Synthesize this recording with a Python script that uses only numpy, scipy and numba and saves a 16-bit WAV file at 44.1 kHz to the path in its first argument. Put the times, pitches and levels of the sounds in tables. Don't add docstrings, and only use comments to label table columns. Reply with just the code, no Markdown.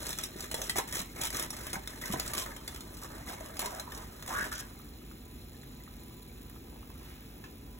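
import sys
import numpy as np
from scipy import signal
from scipy.fft import rfft, irfft
from scipy.io import wavfile
from scipy.ndimage import uniform_filter1d, map_coordinates
from numba import njit

SR = 44100
rng = np.random.default_rng(int(sys.argv[2]) if len(sys.argv) > 2 else 0)


def write(x):
    x = np.atleast_2d(x).T
    wavfile.write(sys.argv[1], SR, np.round(np.clip(x, -1, 1) * 32767).astype(np.int16))


N = 343539
TIME = np.arange(N) / SR
FREQ = np.fft.rfftfreq(N, 1 / SR)


def undb(db):
    return 10 ** (np.asarray(db) / 20)


def unit(x):
    return x / np.sqrt(np.mean(x ** 2))


def over_time(table):
    return np.interp(TIME, *np.transpose(table))


def over_freq(table):
    hz, value = np.transpose(table)
    return np.interp(np.log(FREQ + 1), np.log(hz + 1), value)


def colour(x, spectrum):
    cepstrum = irfft(np.log(unit(undb(over_freq(spectrum)))), N)
    cepstrum[1:N // 2] *= 2
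    cepstrum[N // 2:] = 0
    return irfft(rfft(x) * np.exp(rfft(cepstrum)), N)


def add(track, t, sound):
    start = int(t * SR)
    track[start:start + len(sound)] += sound[:N - start]


def fade(t60):
    return np.exp(-np.log(1000) * TIME[:int(t60 * SR) + 2] / t60)


def ring(hz, t60, glide=0):
    decay = fade(t60)
    t = TIME[:len(decay)]
    return decay * np.sin(2 * np.pi * hz * t * (1 + glide * t / t60 / 2))


def soften(tone, rise_s):
    return tone * (1 - np.exp(-TIME[:len(tone)] / rise_s))


def walk(rate):
    knots = rng.standard_normal(4096)
    return np.interp(TIME * rate, np.arange(len(knots)), knots)


def grains(rate, spread_db, t60):
    onsets = rng.random(N) < rate / SR
    sizes = undb(spread_db * np.minimum(rng.exponential(size=N), 4))
    power = np.abs(signal.fftconvolve(onsets * sizes ** 2, fade(t60) ** 2)[:N])
    local_power = uniform_filter1d(power, SR // 16) + power.mean() / 10
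    return unit(np.sqrt(power / local_power) * rng.standard_normal(N))


def pings(strength, low_hz, high_hz, t60, glide, count):
    out = np.zeros(N)
    for when, pitch, size in rng.random((count, 3)):
        tone = ring(low_hz * (high_hz / low_hz) ** pitch, t60, glide)
        add(out, when * N / SR, strength[int(when * N)] * size ** 2 * tone)
    return out


@njit
def resonator(x, hz, width_hz):
    y, band, low = np.empty(len(x)), 0., 0.
    for i in range(len(x)):
        g, damping = np.tan(np.pi * hz[i] / SR), width_hz / hz[i]
        v = (band + g * (x[i] - low)) / (1 + g * (g + damping))
        band, low, y[i] = 2 * v - band, low + 2 * g * v, damping * v
    return y


def resonance(x, hz, width_hz, stages=1):
    for _ in range(stages):
        x = resonator(x, hz * np.ones(len(x)), float(width_hz))
    return x


def squeeze(length, attack_s=0.0034, release_t60=0.081):
    hold = np.minimum(TIME[:int(length * SR)] / attack_s, 1)
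    return np.concatenate([hold, fade(release_t60)])


# f/Hz, level/dB
CRACKLE_SPECTRUM = [(1200, 1.5), (2100, 1.5), (2700, 3.5), (4000, 6.5), (4600, -16), (5200, 8.5), (6300, 3),
                    (7300, 7), (11000, 3.5), (15500, -1.5)]
def creases(strength, db=-2.5):
    return colour(grains(rate=300, spread_db=2.4, t60=.022), CRACKLE_SPECTRUM) * strength * undb(db)


# f/Hz, level/dB
SHEET_SPECTRUM = [(250, -9.5), (460, -0.5), (560, 2), (650, 8.5), (780, -6.5), (950, 4), (1130, 4.5),
                  (1400, 5), (2000, 9), (2700, -7.5), (5000, -7)]
def rubbing(strength, db=-3.5, muffle_hz=1300):
    friction = colour(grains(rate=900, spread_db=1.6, t60=.025), SHEET_SPECTRUM)
    stretch = np.exp(.09 * walk(14))
    sheet = map_coordinates(friction, [np.cumsum(stretch)], mode="mirror")
    depth = np.interp(TIME, [2.3, 3.1], [0, 1])
    muffled = unit(signal.lfilter(*signal.butter(2, muffle_hz, fs=SR), sheet))
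    return (np.sqrt(1 - depth) * sheet + np.sqrt(depth) * muffled) * strength * undb(db)


# f/Hz, level/dB
FLAP_SPECTRUM = [(60, -12.5), (130, -6), (200, -10), (380, -8.5), (600, -15), (1500, -26)]
def flapping(rub, db=-47, reference_db=-42, exponent=0.87):
    strength = undb(db) * (rub / undb(reference_db)) ** exponent
    return colour(grains(rate=190, spread_db=-4, t60=0.027), FLAP_SPECTRUM) * strength


# t/s, duration/s, crackle level/dB, rub level/dB
SQUEEZES = [(0.0, 0.13, -43.5, -45), (0.174, 0.088, -42, -50.5), (0.361, 0.1, -49, -49.5),
            (0.51, 0.198, -43, -48), (0.756, 0.041, -34.5, -33.5), (0.874, 0.15, -42, -46),
            (0.924, 0.079, -38, -42), (1.158, 0.097, -52, -42.5), (1.21, 0.057, -34.5, -43),
            (1.325, 0.13, -41.5, -39.5), (1.523, 0.19, -50, -46.5), (1.728, 0.03, -45, -36.5),
            (1.893, 0.097, -55.5, -50), (2.013, 0.12, -46, -42.5), (2.124, 0.03, -37, -46),
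            (2.17, 0.15, -46.5, -44), (2.347, 0.088, -37.5, -44), (2.448, 0.082, -60, -46.5),
            (2.66, 0.093, -53.5, -59), (2.938, 0.051, -53, -68), (3.016, 0.037, -43.5, -46),
            (3.099, 0.11, -60, -49), (3.262, 0.076, -44.5, -43.5), (3.36, 0.25, -61, -50.5),
            (3.592, 0.025, -38, -42), (3.615, 0.051, -41, -44), (3.673, 0.13, -48.5, -47.5),
            (3.887, 0.15, -54, -51.5), (4.274, .2, -41.5, -43.5), (4.513, 0.096, -40.5, -59)]
def handling(held_crackle_db=-58.5, held_rub_db=-55, let_go_s=4.61, let_go_fade_s=0.36):
    held = np.clip(1 - (TIME - let_go_s) / let_go_fade_s, 0, 1)
    crackle_power = (undb(held_crackle_db) * held) ** 2
    rub_power = (undb(held_rub_db) * held) ** 2
    for t, length, crackle_db, rub_db in SQUEEZES:
        add(crackle_power, t, (undb(crackle_db) * squeeze(length)) ** 2)
        add(rub_power, t, (undb(rub_db) * squeeze(length)) ** 2)
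    return np.sqrt(crackle_power), np.sqrt(rub_power)


def packet(panel_db=5, facet_db=2):
    crackle, rub = handling()
    crackle = crackle * tension()
    noise = creases(crackle) + rubbing(rub)
    panels = pings(rub * undb(panel_db), low_hz=600, high_hz=2200, t60=.045, glide=.04, count=1100)
    facets = pings(np.ones(N), low_hz=3100, high_hz=12000, t60=.016, glide=.02, count=2200)
    return noise + panels + facets * crackle * undb(facet_db) + flapping(rub)


# f/Hz, level/dB
FIZZ_SPECTRUM = [(900, -13), (2500, 5.5), (3400, 11.5), (4100, 13.5), (4500, -43), (5200, 13), (6300, -1),
                 (7300, 12.5), (8000, -26), (10000, 12.5), (13000, 13), (15500, 13.5)]
# t/s, level/dB
SIMMER = [(0, -56), (5, -57), (5.9, -56.5), (6.7, -56.8), (7.3, -56.5), (7.79, -58.5)]
def fizz(prick_db=-2.5):
    froth = grains(rate=900, spread_db=2.2, t60=.007)
    pricks = grains(rate=260, spread_db=3.6, t60=.0008)
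    strength = undb(over_time(SIMMER) + walk(5.7) / 2)
    return colour(unit(froth + undb(prick_db) * pricks), FIZZ_SPECTRUM) * strength


# f/Hz, bandwidth/Hz, level/dB
SIZZLE_BANDS = [(4090, 170, 2.5), (7030, 380, -1.5)]
# t/s, level/dB
SIZZLE_LEVEL = [(0, -58), (5.1, -68.5), (5.5, -66.5), (6.4, -67.5), (6.8, -81), (7.79, -84)]
def sizzle():
    bursts = grains(rate=200, spread_db=3.2, t60=.002)
    bands = sum(undb(db) * resonance(bursts, hz, width) for hz, width, db in SIZZLE_BANDS)
    return unit(bands) * undb(over_time(SIZZLE_LEVEL))


# f/Hz, level/dB
FLAME_SPECTRUM = [(20, -28), (33, -20), (48, -3.5), (65, 1), (90, -6), (130, -6.5), (180, -14), (280, -7.5),
                  (420, -14.5), (600, -22), (800, -22.5), (1000, -26.5), (1500, -28), (2200, -28),
                  (8000, -37.5), (16000, -49)]
def flame(db=-50):
    return unit(colour(rng.standard_normal(N), FLAME_SPECTRUM)) * undb(db + walk(8.9) / 2)


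# f/Hz, level/dB
FAN_TONES = [(49.3, -54), (98.5, -63.5), (156, -62), (198, -65), (220, -62), (247, -61), (1288, -92)]
def fan(gain_db=-1):
    hum = np.zeros(N)
    for hz, db in FAN_TONES:
        wander = .6 * walk(min(hz / 14, 9))
        hum += undb(db + gain_db) * np.sqrt(2) * np.sin(2 * np.pi * hz * TIME + wander)
    return hum


# t/s, level/dB
WHINE_LEVEL = [(0, -75), (5.1, -72), (5.4, -71.5), (7.79, -73)]
def whine(hz=997, width_hz=8.4):
    tone = resonance(rng.standard_normal(N), hz, width_hz, stages=2)
    return unit(tone) * undb(over_time(WHINE_LEVEL))


# t/s, level/dB, f/Hz
BURSTS = [(4.706, -51, 1080), (4.797, -46, 1210), (4.851, -50, 1380), (5.017, -51, 1240),
          (5.113, -43.5, 1310), (5.26, -56, 746), (5.634, -46, 1830), (5.877, -43.5, 1200),
          (6.11, -59, 760), (6.499, -49, 1600), (6.561, -46, 1220), (6.728, -49, 807), (6.76, -50, 810),
          (6.83, -46.5, 1170), (6.902, -44.5, 990)]
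def bubbles(small_db=-52, blip_db=4, cycles=15, splash_db=-6, splash_t60=0.051):
    blips = pings(np.full(N, undb(small_db)), low_hz=680, high_hz=2330, t60=0.065, glide=0.27, count=110)
    splashes = np.zeros(N)
    for t, db, hz in BURSTS:
        add(blips, t, undb(db + blip_db) * ring(hz, cycles / hz, glide=0.29))
        add(splashes, t, undb(db + splash_db) * fade(splash_t60))
    spray = unit(resonance(rng.standard_normal(N), hz=1300, width_hz=700))
    return blips + splashes * spray / 2


# t/s, level/dB, low-band level relative to the treble/dB
SNAPS = [(0.0583, -32, -8), (0.0672, -25.5, -8), (0.0916, -26.5, -20), (0.106, -26, -21),
         (0.1294, -25, -20), (0.1529, -38, -20), (0.187, -24.5, -2.5), (0.2367, -20.5, -28),
         (0.406, -26, -26), (0.4245, -31, -20), (0.4405, -32, -4), (0.5135, -23.5, -12), (0.5428, -20, -8),
         (0.6168, -22, -18), (0.641, -30, -26), (0.6957, -15.5, -29), (0.766, -30, -21), (0.772, -22, -12),
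         (0.784, -20, -10), (0.878, -37, -15), (0.9477, -25.5, -16), (0.9553, -23, -33), (0.971, -28, -20),
         (0.992, -24, -24), (1.1874, -36, -6), (1.2148, -21, -24), (1.2356, -24, -20), (1.2522, -23, -18),
         (1.27, -23.5, -23), (1.3037, -27.5, -7), (1.346, -23.5, -19), (1.3686, -23, -28),
         (1.3962, -19, -23), (1.4246, -25, -19), (1.505, -23.5, -33), (1.5315, -38, -22), (1.566, -31, -18),
         (1.6346, -35, -16), (1.668, -27.5, -2), (1.6996, -35, -21), (1.731, -21.5, -24),
         (1.8746, -26.5, -7.5), (1.905, -39, -16), (2.0136, -33, -9), (2.057, -25.5, -21),
         (2.1232, -26, -14), (2.1976, -18, -16), (2.2618, -29.5, -12), (2.2776, -26, -20),
         (2.3352, -20.5, -9), (2.373, -26.5, -5), (2.38, -22.5, -12), (2.3975, -24.5, -18),
         (2.461, -41, 11), (2.514, -50, -12), (2.564, -31, -10), (2.678, -24, -11), (2.7461, -33, -10),
         (2.7607, -35, -4), (2.807, -31, -24), (2.969, -37, -14), (3.278, -36, -14), (3.304, -36, -7),
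         (3.3464, -39, -7), (3.4064, -38.5, -3), (3.46, -35.5, -21), (3.569, -29.5, -19),
         (3.5928, -19, -17), (3.659, -23.5, -9), (3.74, -44, -6), (3.7973, -25, -24), (3.92, -34.5, -12),
         (3.9487, -31.5, -21), (3.9755, -34, -22), (4.225, -34, -0.5), (4.2615, -36, -1), (4.2772, -31, -6)]
# f/Hz, level/dB
TICK_SPECTRUM = [(2000, -18), (7000, -2), (14000, -10)]
def snaps(crack_db=-8.5, tick_db=-6, body_db=-5, settle_db=-15.5, ring_db=-16,
          low_hz=3000, high_hz=12500):
    bright, dull, ticks, rings = np.zeros((4, N))
    for t, db, low_db in SNAPS:
        for burst in fade(t60=0.023), undb(settle_db) * fade(t60=0.18):
            add(bright, t, undb(db + crack_db) * burst)
            add(dull, t, undb(db + low_db + body_db) * burst)
        add(ticks, t, undb(db + tick_db) * fade(t60=0.0015))
        for pitch in rng.random(size=4):
            add(rings, t, undb(db + ring_db) * ring(low_hz * (high_hz / low_hz) ** pitch, t60=0.062))
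    crack = colour(bright * grains(rate=4000, spread_db=1.3, t60=.003), CRACKLE_SPECTRUM)
    tick = colour(ticks * rng.standard_normal(N), TICK_SPECTRUM)
    body = colour(dull * rng.standard_normal(N), SHEET_SPECTRUM)
    return crack + tick + body + rings


def tension(hold_s=0.0019, hush_db=-4):
    strain = np.zeros(N)
    for t, *_ in SNAPS:
        add(strain, max(t - hold_s, 0), np.sqrt(np.linspace(0, 1, int(hold_s * SR))))
    return undb(hush_db * np.minimum(strain, 1))


# t/s, f/Hz, level/dB, T60/s
WALL_POPS = [(0.359, 347, -29.5, 0.02), (0.542, 463, -27, 0.03), (0.543, 888, -38.5, 0.085),
             (0.697, 1920, -20.5, 0.023), (0.783, 910, -28, 0.042), (0.785, 467, -28.5, 0.062),
             (0.998, 176, -35.5, 0.096), (1.765, 186, -32.5, 0.05), (2.038, 1900, -26, 0.019),
             (2.102, 197, -25.5, 0.053), (2.159, 1840, -29, 0.018), (3.408, 636, -33, .05),
             (3.658, 402, -39, 0.12), (3.877, 980, -32.5, 0.028), (3.92, 1740, -37, .04),
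             (4.519, 1300, -39, .08), (4.52, 1730, -34, 0.073)]
def pops():
    out = np.zeros(N)
    for t, hz, db, t60 in WALL_POPS:
        add(out, t, undb(db) * soften(ring(hz, t60, glide=0.16), rise_s=0.0004))
    return out


# t/s, duration/s, f/Hz, bandwidth/Hz, level/dB
SCRAPES = [(0.574, 0.06, 594, 260, -43.5), (.785, 0.02, 885, 300, -36.5), (1.74, 0.041, 820, 400, -44.5),
           (2.325, 0.11, 1080, 110, -45.5), (3.287, 0.05, 1040, 200, -51), (3.613, 0.041, 694, 300, -45),
           (3.62, 0.058, 1030, 260, -43), (3.702, 0.11, 660, 280, -48.5), (3.709, 0.33, 1050, 380, -55),
           (4.283, 0.036, 650, 260, -46), (4.44, 0.04, 320, 200, -51), (4.525, 0.08, 5200, 3200, -49.5)]
def scrapes(sway=0.041):
    out = np.zeros(N)
    flex = 1 + sway * walk(14)
    for t, length, hz, width_hz, db in SCRAPES:
        push = squeeze(length)
        centre_hz = hz * flex[int(t * SR):][:len(push)]
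        friction = rng.standard_normal(SR)[:len(push)]
        add(out, t, undb(db) * push * unit(resonance(friction, centre_hz, width_hz, stages=2)))
    return out


# t/s, level/dB
KNOCKS = [(2.1351, -38.5), (2.138, -27), (2.16, -34.5)]
# f/Hz, level/dB, T60/s
PACKET_MODES = [(152, -0.5, 0.088), (277, 10.5, 0.021), (460, -4, 0.068), (704, 13, 0.015), (995, 3, 0.036),
                (1500, 0, 0.021)]
def knocks():
    out = np.zeros(N)
    for t, db in KNOCKS:
        for hz, mode_db, t60 in PACKET_MODES:
            add(out, t, undb(db + mode_db) * soften(ring(hz, t60), rise_s=0.0023))
    return out


# t/s, duration/s, level/dB
SCOOPS = [(4.302, 0.099, -37), (4.36, 0.088, -37), (4.515, 0.023, -42), (4.55, 0.075, -50)]
# f/Hz, bandwidth/Hz, level/dB
BOWL_MODES = [(1050, 29, 2), (1154, 34, 7), (1310, 20, -3), (1453, 37, 11), (1650, 30, 5), (1900, 50, 3)]
def scoop(empty_hz=905, full_hz=1620, fill_s=0.094, bowl_db=-1):
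    power = np.zeros(N)
    for t, length, db in SCOOPS:
        add(power, t, (undb(db) * squeeze(length)) ** 2)
    filled = np.clip((TIME - SCOOPS[0][0]) / fill_s, 0, 1)
    hollow_hz = empty_hz + filled * (full_hz - empty_hz)
    grind = grains(rate=1500, spread_db=1.5, t60=.006)
    hollow = resonance(grind, hollow_hz, width_hz=690, stages=2)
    bowl = sum(undb(db) * resonance(hollow, hz, width) for hz, width, db in BOWL_MODES)
    return np.sqrt(power) * unit(unit(hollow) + undb(bowl_db) * unit(bowl))


# t/s, level/dB
POUR_LEVEL = [(6.85, -92), (7.0, -60.5), (7.1, -56), (7.25, -68), (7.4, -88)]
# f/Hz, level/dB, T60/s
SPOON_MODES = [(1060, -1.5, 0.18), (1420, -3, 0.1), (1720, 6, 0.049), (2660, 1, 0.055)]
def pour_and_tap(tap_s=7.44, contact_db=-51, ring_db=-49):
    contact = undb(over_time(POUR_LEVEL))
    add(contact, tap_s, undb(contact_db) * fade(t60=0.15))
    out = unit(resonance(rng.standard_normal(N), hz=1600, width_hz=2500)) * contact
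    for hz, mode_db, t60 in SPOON_MODES:
        add(out, tap_s, undb(ring_db + mode_db) * ring(hz, t60))
    return out


def bending(x, stiff_hz=1100, depth_db=3.8):
    hz, _, spectra = signal.stft(x, nperseg=256)
    ripple = uniform_filter1d(rng.standard_normal(spectra.shape), size=6, axis=0)
    ripple_db = depth_db * unit(uniform_filter1d(ripple, size=10, axis=1))
    gain = undb(np.minimum(hz / stiff_hz, 1)[:, None] * ripple_db)
    band_rms = np.sqrt(np.mean(gain ** 2, axis=1, keepdims=True))
    return signal.istft(spectra * gain / band_rms)[1][:N]


def kitchen(x, t60=0.07, delay_s=.003, wet_db=-10, dull_hz=4000):
    decay = fade(t60)
    tail = rng.standard_normal(N)[:len(decay)] * decay * (TIME[:len(decay)] > delay_s)
    tail = signal.lfilter(*signal.butter(1, dull_hz, fs=SR), tail / np.linalg.norm(tail))
    return x + undb(wet_db) * signal.fftconvolve(x, tail)[:N]


def diffuse(x, t60=.24):
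    decay = fade(t60)
    paths = rng.standard_normal(len(decay)) * decay
    return signal.fftconvolve(x, paths / np.linalg.norm(paths))[:N]


# f/Hz, phase/rad
PORT_LEAD = [(0, 0), (300, -.3), (600, -1.2), (1120, -1.5), (1260, 1.1), (2200, 1.5), (2750, 2.6),
             (3600, 1.5), (4200, 2), (4720, 3.14), (6350, 6.2), (6950, 6.4), (8930, 9.42), (10700, 12.5),
             (11350, 12.7), (13200, 15.7), (15000, 18.8), (16500, 19)]
# f/Hz, level/dB
PORT_BALANCE = [(60, 0), (400, -.3), (750, -1.2), (1000, -3), (1250, -3.5), (2000, 0), (15000, 0)]
# f/Hz, fraction
PORT_INCOHERENCE = [(30, .015), (130, .04), (250, .08), (600, .35), (1200, .5), (2600, .45), (3600, .22),
                    (4700, .01), (5800, .14), (6700, .02), (8000, .12), (9000, .01), (10200, .1),
                    (13200, .02), (15000, .1)]
def ports(x):
    spread = over_freq(PORT_INCOHERENCE) / 2
    lead = np.interp(FREQ, *np.transpose(PORT_LEAD))
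    side = np.array([[1], [-1]])
    heard = np.sqrt(1 - spread) * rfft(x) + side * np.sqrt(spread) * rfft(diffuse(x))
    balance = undb(side * over_freq(PORT_BALANCE) / 2)
    return irfft(heard * balance * np.exp(1j * side * lead / 2), N)


def scene():
    crinkle = bending(packet() + snaps())
    spoon = knocks() + scrapes() + scoop() + pour_and_tap()
    soup = fizz() + bubbles() + sizzle()
    return ports(kitchen(crinkle + pops() + spoon + soup) + flame() + fan() + whine())


def record(dry):
    return signal.sosfilt(signal.ellip(10, .2, 70, 15800, fs=SR, output="sos"), dry)


dry = scene()
out = record(dry)
write(out)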